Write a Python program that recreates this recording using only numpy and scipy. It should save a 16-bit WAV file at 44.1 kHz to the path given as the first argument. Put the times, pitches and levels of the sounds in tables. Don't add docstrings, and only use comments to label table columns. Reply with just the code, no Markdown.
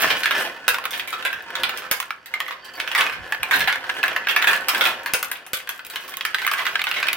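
import sys
import numpy as np
from scipy import signal
from scipy.fft import rfft, irfft, next_fast_len
from scipy.io import wavfile

SR = 44100
rng = np.random.default_rng(int(sys.argv[2]) if len(sys.argv) > 2 else 0)


def magnitude_from_level(level_db):
    exponent = np.asarray(level_db, float) / 20
    return 10 ** exponent


def store_wav(level_fs):
    pcm = np.round(np.clip(np.atleast_2d(level_fs), -1, 1) * 32767)
    wavfile.write(sys.argv[1], SR, pcm.T.astype(np.int16))


N = 315756

# t/s, rumble level/dB
SLOW_ROLLING = [(0, -28), (.5, -38.5), (.75, -34.5), (1.38, -37.5), (1.8, -33.5), (2.05, -42), (2.22, -52),
                (2.32, -42), (2.58, -48.5), (2.8, -34), (3.2, -37.5), (3.8, -34.5), (5.2, -34.5),
                (5.44, -43), (5.85, -46), (6, -42), (6.4, -37.5), (7.16, -33.5)]
# t/s, tilt/(dB per octave)
THINNESS = [
    (0, 5),
    (.4, 3),
    (.5, 0),
    (2.8, 0),
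    (3.0, 1.5),
    (3.3, 0),
    (5.8, -1),
    (6.05, 4.5),
    (7.16, 4),
]


def rms_one(x):
    return x / np.sqrt(np.mean(x ** 2) + 1e-20)


def energy_of_blow(bursts):
    return 4 * bursts / np.sqrt(np.sum(bursts ** 2, axis=-1, keepdims=True))


def in_time(rows):
    s, values = np.transpose(rows)
    return np.interp(np.arange(N) / SR, s, values)


def butter(x, hz, kind, order=2):
    return signal.sosfilt(signal.butter(order, hz, kind, fs=SR, output="sos"), x)


def ring(clicks, hz, t60):
    radius, turn = magnitude_from_level(-60 / (t60 * SR)), 2 * np.pi * hz / SR
    return signal.lfilter([0, np.sin(turn)], [1, -2 * radius * np.cos(turn), radius ** 2], clicks + 1e-18)


def dying(t, hz, db, t60):
    return (magnitude_from_level(db - 60 * t / t60) * np.sin(2 * np.pi * np.multiply(hz, t))).sum(axis=0)


def swells(s, db, fade_s, rise_share, bed_db):
    step = 64
    late = np.arange(0, N, step) / SR - np.reshape(s, (-1, 1))
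    distance = np.maximum(late, -late / rise_share)
    tents = np.reshape(db, (-1, 1)) - 10 * distance / np.reshape(fade_s, (-1, 1))
    power = np.repeat((magnitude_from_level(tents) ** 2).sum(axis=0), step)[:N]
    return 10 * np.log10(power + magnitude_from_level(bed_db) ** 2)


def room_tails(count):
    # f/Hz, t60/s
    room_t60 = [(300, 0.38), (1500, 0.24), (6000, 0.14), (12000, 0.11)]
    likeness_hz, shine_db = 1000, 1
    t = np.arange(round(.22 * SR)) / SR
    shared = rng.standard_normal((count, 1, len(t)))
    own = rng.standard_normal((count, 2, len(t)))
    noise = butter(shared, likeness_hz, "low", order=1) + butter(own, likeness_hz, "high", order=1)
    below = [0 * noise]
    below += [butter(noise, hz, "low", order=1) for hz in (600, 3000, 8500)]
    below += [noise]
    tails = 0
    for low, high, (_, t60) in zip(below, below[1:], room_t60):
        tails = tails + (high - low) * magnitude_from_level(-60 * t / t60)
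    tails = tails * np.clip((t - .002) / 0.0021, 0, 1)
    tails = tails / np.sqrt(np.sum(tails ** 2, axis=2, keepdims=True))
    return tails + (magnitude_from_level(shine_db) - 1) * butter(tails, 3200, "high", order=1)


def add(out, at, sound, tail, room_db, lag):
    heard = magnitude_from_level(room_db) * signal.fftconvolve(sound[None], tail, axes=1)
    heard[0, 8:8 + len(sound)] += sound
    heard[1, 8 + lag:8 + lag + len(sound)] += sound
    out[:, at:at + heard.shape[1]] += heard


def glassy(x):
    # f/Hz, level/dB
    glass = [(4000, 5.5), (7000, 2), (10000, 4.5), (13000, 8), (15500, 8)]
    hz, db = np.transpose(glass)
    length = x.shape[-1]
    size = next_fast_len(length)
    colour_db = np.interp(np.log(np.fft.rfftfreq(size, 1 / SR) + 1), np.log(hz), db)
    coloured = irfft(rfft(x, size) * magnitude_from_level(colour_db), size)[..., :length]
    return butter(coloured, 1900, "high", order=1)


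def grains(per_s, spread_db):
    clumps = rms_one(butter(rng.standard_normal(N), [15, 60], "band"))
    born = rng.random(N) < per_s * magnitude_from_level(3 * clumps) / SR
    strength = magnitude_from_level(spread_db * np.minimum(rng.exponential(1, N), 3))
    return born * strength * rng.choice([-1, 1], N)


def traffic():
    # fastest moment t/s, rumble level/dB, glass chatter level/dB, time to fade by 10 dB/s
    rushes = [(.025, -15, -10, 0.0848), (.115, -23, -17, 0.06), (.18, -32, -19, 0.07),
              (.35, -21, -23, 0.06), (.41, -20, -13.5, 0.07), (.96, -32, -17, 0.06), (1.2, -34, -35, 0.07),
              (1.6, -29, -33, .12), (1.75, -35, -31, 0.07), (2.45, -37.5, -38, 0.12), (2.8, -38, -32, 0.14),
              (3.01, -22.5, -23, 0.0747), (3.3, -35.5, -35, 0.12), (3.56, -21, -12, 0.0755),
              (3.95, -29.5, -31, 0.1), (4.1, -26.5, -38, .12), (4.31, -26.5, -22, .04),
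              (4.5, -20.5, -16, 0.07), (4.78, -23.5, -20, 0.1056), (4.87, -22, -15.5, 0.0661),
              (5.94, -35.5, -26, .04), (6.02, -43, -25.5, 0.06), (6.1, -36.5, -26, 0.06),
              (6.44, -37, -32, .1), (6.6, -32, -27, 0.16), (6.73, -42, -28, 0.2), (7.0, -32, -28, 0.17)]
    rise_share = 0.91
    slow_db = in_time(SLOW_ROLLING)
    s, rumble_db, chatter_db, fade_s = np.transpose(rushes)
    chatter_bed_db = 1.19 * slow_db - 3
    return (swells(s, rumble_db, fade_s, rise_share, slow_db),
            swells(s, chatter_db, 0.59 * fade_s, rise_share, chatter_bed_db))


def rolling(tails):
    # f/Hz, level/dB, t60/s
    track = [(302, -24, 0.034), (390, -34, 0.059), (531.5, -21.5, 0.094), (663, -19.5, .03),
             (775, -13, 0.032), (932.6, -17, 0.09), (1080, -13.5, 0.043), (1380, -19, 0.08),
             (1530, -6.5, 0.033), (1740, -1.5, 0.02), (2015, -11, 0.029), (2510, -7, 0.018),
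             (2907, -4.5, 0.0091), (3220, -4, 0.0043), (4350, -8.5, 0.0032), (5280, -12.5, 0.0049)]
    rumble_db, chatter_db = traffic()
    contacts = grains(per_s=1300.0, spread_db=5.2)
    dealt = rng.random((len(track), N)) < .4
    tilt = magnitude_from_level(in_time(THINNESS))
    rumble = 0
    for (hz, db, t60), woken in zip(track, dealt):
        octaves = np.log2(np.clip(hz, 520, 3300) / 1700)
        rumble = rumble + magnitude_from_level(db) * ring(contacts * woken * tilt ** octaves, hz, t60)
    chatter = glassy(grains(per_s=2000.0, spread_db=4.4))
    near = magnitude_from_level(rumble_db - 5.0) * rms_one(rumble) + magnitude_from_level(chatter_db - 16) * rms_one(chatter)
    out, hop = np.zeros((2, N + SR)), 4096
    fade = np.sin(np.pi * np.arange(2 * hop) / (2 * hop)) ** 2
    near = np.pad(near, (hop, 2 * hop))
    for k, at in enumerate(range(0, N + hop, hop)):
        add(out, at, fade * near[at:at + 2 * hop], tails[7 * k % len(tails)], room_db=-4, lag=5 * k % 9 - 3)
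    return out[:, hop:hop + N]


def hush():
    noise = .5 * rng.standard_normal((2, N)) + rng.standard_normal(N)
    return magnitude_from_level(-66) * rms_one(butter(noise, [55, 300], "band", order=1))


def touches():
    # t/s, peak level/dB, room share/dB
    ticks = [(0.0203, -8, -4), (0.196, -24, -6), (0.2049, -22, -4), (0.9767, -19, -4), (1.1049, -22, -3),
             (1.1827, -33, -4), (1.4232, -34, -4), (2.7377, -33, -4), (2.7541, -32, -4), (3.5593, -14, -4),
             (3.5952, -17, -4), (3.9614, -33, -4), (3.9874, -30, -4), (4.3101, -14, -4), (4.5124, -16, -4),
             (4.5625, -20, -4), (4.6089, -26, -4), (4.6874, -13, -4), (4.8404, -13, -4), (4.8726, -18, -2),
             (4.8894, -20, -2), (5.0337, -29, -5), (5.246, -17, -4), (5.5707, -18, -4), (5.7603, -34, -4),
             (5.7778, -31, -4), (5.8666, -23.5, -6), (6.0072, -33, -4), (6.0477, -33, -4), (6.0797, -23, 0),
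             (6.0944, -26, -4), (6.1074, -32, -4), (6.8907, -21, -4)]
    # t/s, peak level/dB, piece ring f/Hz, room share/dB
    bounces = [(0.0074, -8, 1650, -1), (0.0344, -4, 1800, 0), (0.0844, -11, 1590, 0),
               (0.3814, -16, 1480, -3), (0.4014, -12, 1480, -1), (0.84, -14, 1380, -4),
               (1.5984, -20, 1670, -3), (2.5244, -20, 2070, -4), (2.915, -14, 1740, -1),
               (2.9844, -8, 1700, -7), (3.018, -6.5, 1550, -5), (3.5656, -11, 1930, -3),
               (3.678, -5, 1680, -2), (3.6994, -10, 1450, -2), (3.8926, -9.5, 1690, -5.5),
               (3.9689, -18, 1670, 0), (4.13, -17, 1350, -4), (4.3118, -12, 1640, -6),
               (4.4175, -7, 1630, -4), (4.477, -6, 1720, -6), (4.4896, -10, 1610, -3),
               (4.5544, -12, 1720, -3), (4.5744, -12.5, 1740, -6), (5.0814, -20, 1600, -3),
               (5.3554, -21, 2500, 0), (5.6012, -19.5, 2500, -4), (5.6735, -17.5, 1590, -5),
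               (5.9284, -29, 1750, -3), (5.9589, -16, 1720, -3), (6.4478, -9.5, 2100, -7),
               (6.5926, -12, 1110, -2), (6.6006, -13, 1110, -1), (6.6192, -15, 1120, 0),
               (6.9844, -15, 2050, -3), (7.0007, -13, 1460, -1)]
    hits = [(s, db - 10.5, 2300, -7, -6, room_db) for s, db, room_db in ticks]
    hits += [(s, db - 4, hz, -11.5, -26.5, room_db) for s, db, hz, room_db in bounces]
    return hits


def knocks(hits, tails):
    t = np.arange(2500) / SR
    out = np.zeros((2, N + SR))
    chance = rng.random((len(hits), 2))
    bursts = rng.standard_normal((len(hits), 3, len(t)))
    bursts[:, 2, 0] = 3
    walls = energy_of_blow(butter(bursts[:, 0] * magnitude_from_level(-60 * t / 0.03), [1000, 2650], "band"))
    clacks = energy_of_blow(butter(bursts[:, 1] * magnitude_from_level(-60 * t / 0.024), [1950, 3650], "band"))
    cracks = energy_of_blow(glassy(bursts[:, 2] * magnitude_from_level(-60 * t / .015)))
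    contact = np.clip(t / 0.0011, 0, 1)
    for k, (s, peak_db, ring_hz, clack_db, crack_db, room_db) in enumerate(hits):
        pair_hz = ring_hz * np.array([[1], [.92 + .16 * chance[k, 0]]])
        pair = dying(t, pair_hz, np.array([[-10.0], [-13.0]]), .03)
        knock = dying(t, [[2200.0]], -12.5 - room_db, 0.0038)
        knock = knock + contact * (pair + magnitude_from_level(-2.5) * walls[k])
        knock = knock + np.sqrt(contact) * magnitude_from_level(clack_db + 8.0) * clacks[k]
        knock = knock + magnitude_from_level(crack_db + 16.5) * cracks[k]
        bass_edge_hz = 533 * 2 ** (0.21 * np.interp(s, *np.transpose(THINNESS)))
        knock = magnitude_from_level(peak_db) * butter(knock, bass_edge_hz, "high")
        add(out, max(round(s * SR) - 8, 0), knock, tails[k % len(tails)], room_db,
            lag=int(chance[k, 1] * 9) - 3)
    return out[:, :N]


def hollow_rings(hits, tails):
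    t = np.arange(2500) / SR
    out = np.zeros((2, N + SR))
    for k, (s, peak_db, hz) in enumerate(hits):
        levels = peak_db + np.array([[-3.0], [-19.0], [-11.0]])
        thud = dying(t, hz * np.array([[1], [.6], [1.13]]), levels, t60=0.06)
        add(out, round(s * SR), np.clip(t / .002, 0, 1) * thud, tails[-k % len(tails)], room_db=-9.5, lag=0)
    return out[:, :N]


def tocks(tails):
    # t/s, peak level/dB, ring f/Hz
    rows = [(0.0378, -8, 1800), (0.2404, -10, 1630), (0.3114, -13, 1630), (0.6794, -8, 1490),
            (1.1308, -18, 1310), (1.2614, -15, 1630), (2.3406, -13, 2070), (2.4019, -16, 1870),
            (3.3238, -9, 1740), (3.5329, -7, 1570), (3.6994, -13, 1450), (3.8975, -10, 1650),
            (4.0387, -7, 1740), (4.1634, -7, 1730), (4.2697, -7, 1640), (4.366, -7, 1740),
            (4.4448, -8, 1680), (4.4727, -5, 1730), (4.4994, -9, 1610), (4.5344, -11, 1740),
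            (4.5444, -13, 1750), (4.5554, -13, 1730), (4.5754, -16, 1740), (5.1392, -16, 1520),
            (5.3143, -18, 1640), (6.2522, -11, 1740), (6.3445, -7, 1560), (6.4752, -9, 1560),
            (6.7545, -7, 1560), (6.8678, -14, 1530), (7.0274, -8, 1570)]
    return hollow_rings([(s, db - 6, hz) for s, db, hz in rows], tails)


def hands():
    # t/s, level/dB, time to fade by 10 dB/s
    shifts = [
        (.06, -50, 0.12),
        (.7, -52, .05),
        (3.21, -44, 0.05),
        (3.42, -47.5, 0.03),
        (3.62, -41, 0.05),
        (1.35, -54, 0.03),
        (1.65, -51.5, 0.05),
        (4.1, -53, 0.03),
    ]
    noise = rng.standard_normal((2, N)) + 0.78 * rng.standard_normal(N)
    tremor_db = -29.5 + 0.99 * in_time(SLOW_ROLLING)
    level_db = swells(*np.transpose(shifts), rise_share=1.0, bed_db=tremor_db)
    return magnitude_from_level(level_db) * rms_one(butter(noise, [40, 190], "band")) * magnitude_from_level([[-2.0], [2.0]])


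def landings():
    # t/s, peak level/dB, piece ring f/Hz, room share/dB
    wall = [(.103, -10.5, 1710, 2.5), (0.2333, -11, 1540, 0), (.9308, -20.5, 1730, 6.5),
            (.9959, -15, 1760, -3.5), (1.2248, -23, 1600, -4), (1.5533, -13.5, 1420, -3),
            (1.6338, -9.5, 1410, -0.5), (2.8, -12.5, 1830, -3), (2.8757, -15, 1630, -3.5),
            (2.9154, -16, 1740, -2), (3.6422, -19, 1680, -17), (3.7261, -12, 1500, -4),
            (4.08, -12, 1680, -5.5), (4.286, -11.5, 1950, 5.5), (4.4233, -9.5, 1580, -3.5),
            (4.747, -11, 1600, -2), (4.8096, -7.5, 1380, 3), (4.8535, -10, 1337, 3),
            (5.9581, -15.5, 1630, -2), (6.1388, -21.5, 1120, -9), (6.2089, -14.5, 2580, -9.5),
            (6.8164, -14, 2330, -14), (6.941, -18.5, 1530, -0.5), (7.069, -15, 1630, -2)]
    ramp = [(.257, -4.5, 1740, -3), (0.3086, -6, 1640, -1), (1.1279, -15, 1338, 3),
            (1.2506, -9.5, 1590, 4.5), (1.329, -14, 1590, -1.5), (1.693, -11, 1335, -3),
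            (2.339, -10.5, 2100, -5.5), (2.403, -8.5, 1875, -5), (2.5084, -17.5, 1090, -1.5),
            (2.9496, -6, 2050, 1), (3.0085, -2.5, 2570, -4), (3.5312, -11.5, 1590, 7.5),
            (3.6055, -7.5, 1706, 2), (3.674, -7, 1686, 3.5), (4.03, -8.5, 2600, -6), (4.3626, -1, 1740, -2),
            (4.4716, -2.5, 1740, 3.5), (5.7927, -21.5, 1520, -5), (6.3455, -3.5, 1690, -8),
            (6.3838, -13.5, 1900, 0.5), (6.5765, -19.5, 2030, 9.5), (6.666, -6, 1590, -3.5),
            (6.913, -8.5, 2720, -5), (7.0847, -6, 2480, -6.5)]
    hollow = [(0.5643, -27, 1900, -4), (1.504, -21, 1770, -9), (1.7827, -20, 1610, -10),
              (1.8203, -23, 1400, -1), (1.85, -26, 1290, 4), (2.1061, -10.5, 1320, -9),
              (2.4805, -16, 1930, 1), (2.7776, -28, 2200, 0), (2.9771, -6, 1790, 6.5),
              (3.065, -10.5, 2510, -2.5), (3.0964, -15.5, 1580, -3), (3.1235, -19.5, 1580, 5),
              (3.3226, -5.5, 1740, -7), (3.3466, -13.5, 1690, -12), (3.51, -4, 1840, 3),
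              (3.7565, -11, 1690, -6), (4.0376, -4, 1740, -4), (4.0594, -12, 1660, -3),
              (4.1626, -5, 1706, -5), (4.4434, -4.5, 1790, -8), (4.531, -2.5, 1740, -2.5),
              (6.4181, -12.5, 1550, 0), (6.476, -2.5, 1650, -4), (6.6539, -9.5, 2055, -3)]
    pile = [(.6802, -5, 1520, 1), (1.075, -23.5, 2340, 4), (1.9131, -5.5, 1498, -1),
            (2.0012, -12.5, 1070, -7), (2.259, -29, 1950, 1), (2.6457, -35.5, 1640, 8),
            (4.6843, -10, 1330, 4), (4.7805, -19, 1290, -3), (5.136, -7, 1590, 1.5), (5.228, -12, 1480, -4),
            (5.3151, -14.5, 1670, -3), (5.4648, -28.5, 2500, -0.5), (5.6914, -14.5, 1616, -2.5),
            (5.8999, -26, 1790, 2.5), (6.466, -11.5, 1210, -20), (7.1304, -12, 2300, -7)]
    clink = [
        (.744, -9, 1444, -6),
        (.7846, -14, 1080, -10),
        (.854, -7, 1410, -8),
        (2.0268, -17.5, 1410, -11),
        (3.431, -7, 2440, -7),
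        (5.06, -10, 1680, -1),
        (6.2509, -4, 1740, -3.5),
        (6.514, -6.5, 1150, -3),
        (6.536, -6, 1620, -5),
        (6.8399, -10, 2610, -4),
    ]
    kiss = [
        (0.908, -29, 1680, 3),
        (1.7739, -27.5, 1570, 1),
        (5.5331, -19, 1530, 3),
        (5.8492, -33.5, 2500, -3),
        (6.17, -23, 2620, -9.5),
        (6.252, -30.5, 1490, -2),
    ]
    lip = [
        (2.4636, -24, 2070, -4),
        (3.841, -18, 1660, -2),
        (3.8976, -10.5, 1740, -16),
        (4.2703, -7, 1630, -10),
        (6.755, -5, 1640, -11.5),
        (6.7932, -10, 2080, -3),
        (6.8683, -10, 1530, -1),
        (6.9605, -18.5, 2140, 9.5),
        (7.0277, -6, 1640, -3.5),
    ]
    # wall clack/dB, glass crack/dB
    contacts = [
        (-19, -29),
        (-11.5, -26.5),
        (-5, -23.5),
        (-10.5, -13.5),
        (-3.5, -6.5),
        (-11.5, -35),
        (-17, -24),
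    ]
    kinds = zip((hollow, ramp, wall, pile, kiss, lip, clink), contacts)
    hits = []
    for rows, (clack_db, crack_db) in kinds:
        hits += [(s, db, hz, clack_db, crack_db, room_db) for s, db, hz, room_db in rows]
    return sorted(hits)


def column_and_bowl(tails):
    # t/s, peak level/dB, ring f/Hz
    thuds = [(0.307, -17, 963), (0.402, -17.5, 775), (0.467, -26, 668), (0.678, -18, 505),
             (1.252, -26, 538), (1.911, -20.5, 560), (2.947, -21, 890), (3.327, -24, 895),
             (3.436, -25, 892), (3.676, -18.5, 790), (4.162, -24.5, 733), (4.472, -21.5, 727),
             (4.679, -26, 547), (4.816, -18, 540), (5.146, -19, 508), (5.532, -26.5, 530),
             (6.867, -20.5, 890)]
    # t/s, peak level/dB, ring f/Hz
    bowl = [(2.341, -26, 1220), (2.403, -23.5, 1123), (2.4818, -24, 1196), (5.96, -29, 1100),
            (6.04, -35, 1090), (6.0858, -29.5, 1130), (6.172, -28, 1107), (6.4648, -20, 1130),
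            (6.515, -18, 1120), (6.555, -24, 1110), (6.59, -21, 1120), (6.625, -24, 1100),
            (6.5342, -19, 1124), (6.5794, -23, 1230), (6.6032, -20.5, 1096)]
    return hollow_rings([*thuds, *bowl], tails)


def pushes():
    # t/s, level/dB
    falls = [
        (.680, -22),
        (.855, -30),
        (1.913, -14),
        (5.136, -12),
        (5.533, -16),
    ]
    s, db = np.transpose(falls)
    blows = np.zeros(N)
    blows[(s * SR).astype(int)] = magnitude_from_level(db + 20)
    return butter(butter(blows, [35, 380], "band", order=1), 600, "low") * magnitude_from_level([[-1.5], [1.5]])


def squeak():
    # t/s, level/dB
    slips = [
        (2.628, -46),
        (2.648, -40),
        (2.66, -38),
        (2.692, -40),
        (2.74, -41),
        (2.756, -37),
        (2.77, -43),
    ]
    level_db = swells(*np.transpose(slips), fade_s=.012, rise_share=.8, bed_db=-62.0)
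    scrape = magnitude_from_level(level_db) * rng.standard_normal(N)
    return .075 * ring(scrape, 4600, .025) + .07 * ring(scrape, 3100, .025)


def scene():
    # t/s, left minus right/dB
    pan = [
        (0, -1),
        (2, -1.2),
        (4.9, -1),
        (5.1, 1.2),
        (5.9, 1.4),
        (6.1, -1.2),
    ]
    tails = room_tails(count=24)
    track = rolling(tails) + knocks(touches(), tails) + tocks(tails)
    track = track + knocks(landings(), tails) + column_and_bowl(tails) + squeak()
    pan_db = in_time(pan)
    sides = magnitude_from_level(np.array([pan_db, -pan_db]) / 2)
    return sides * butter(track, 315, "high") + hands() + pushes() + hush()


def low_pass(x):
    return signal.sosfilt(signal.butter(12, 16950, fs=SR, output="sos"), x)


def record(dry):
    heard = dry + np.array([[-.18], [.24]]) * butter(dry, [3000, 7000], "band", order=1)
    rounded = 1.318 * np.tanh(heard / 1.12)
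    top_cut = signal.cheby2(12, 30, 16200, fs=SR, output="sos")
    mix = np.clip(signal.sosfilt(top_cut, rounded), -1, 1)
    return low_pass(mix)


dry = scene()
out = record(dry)
store_wav(out)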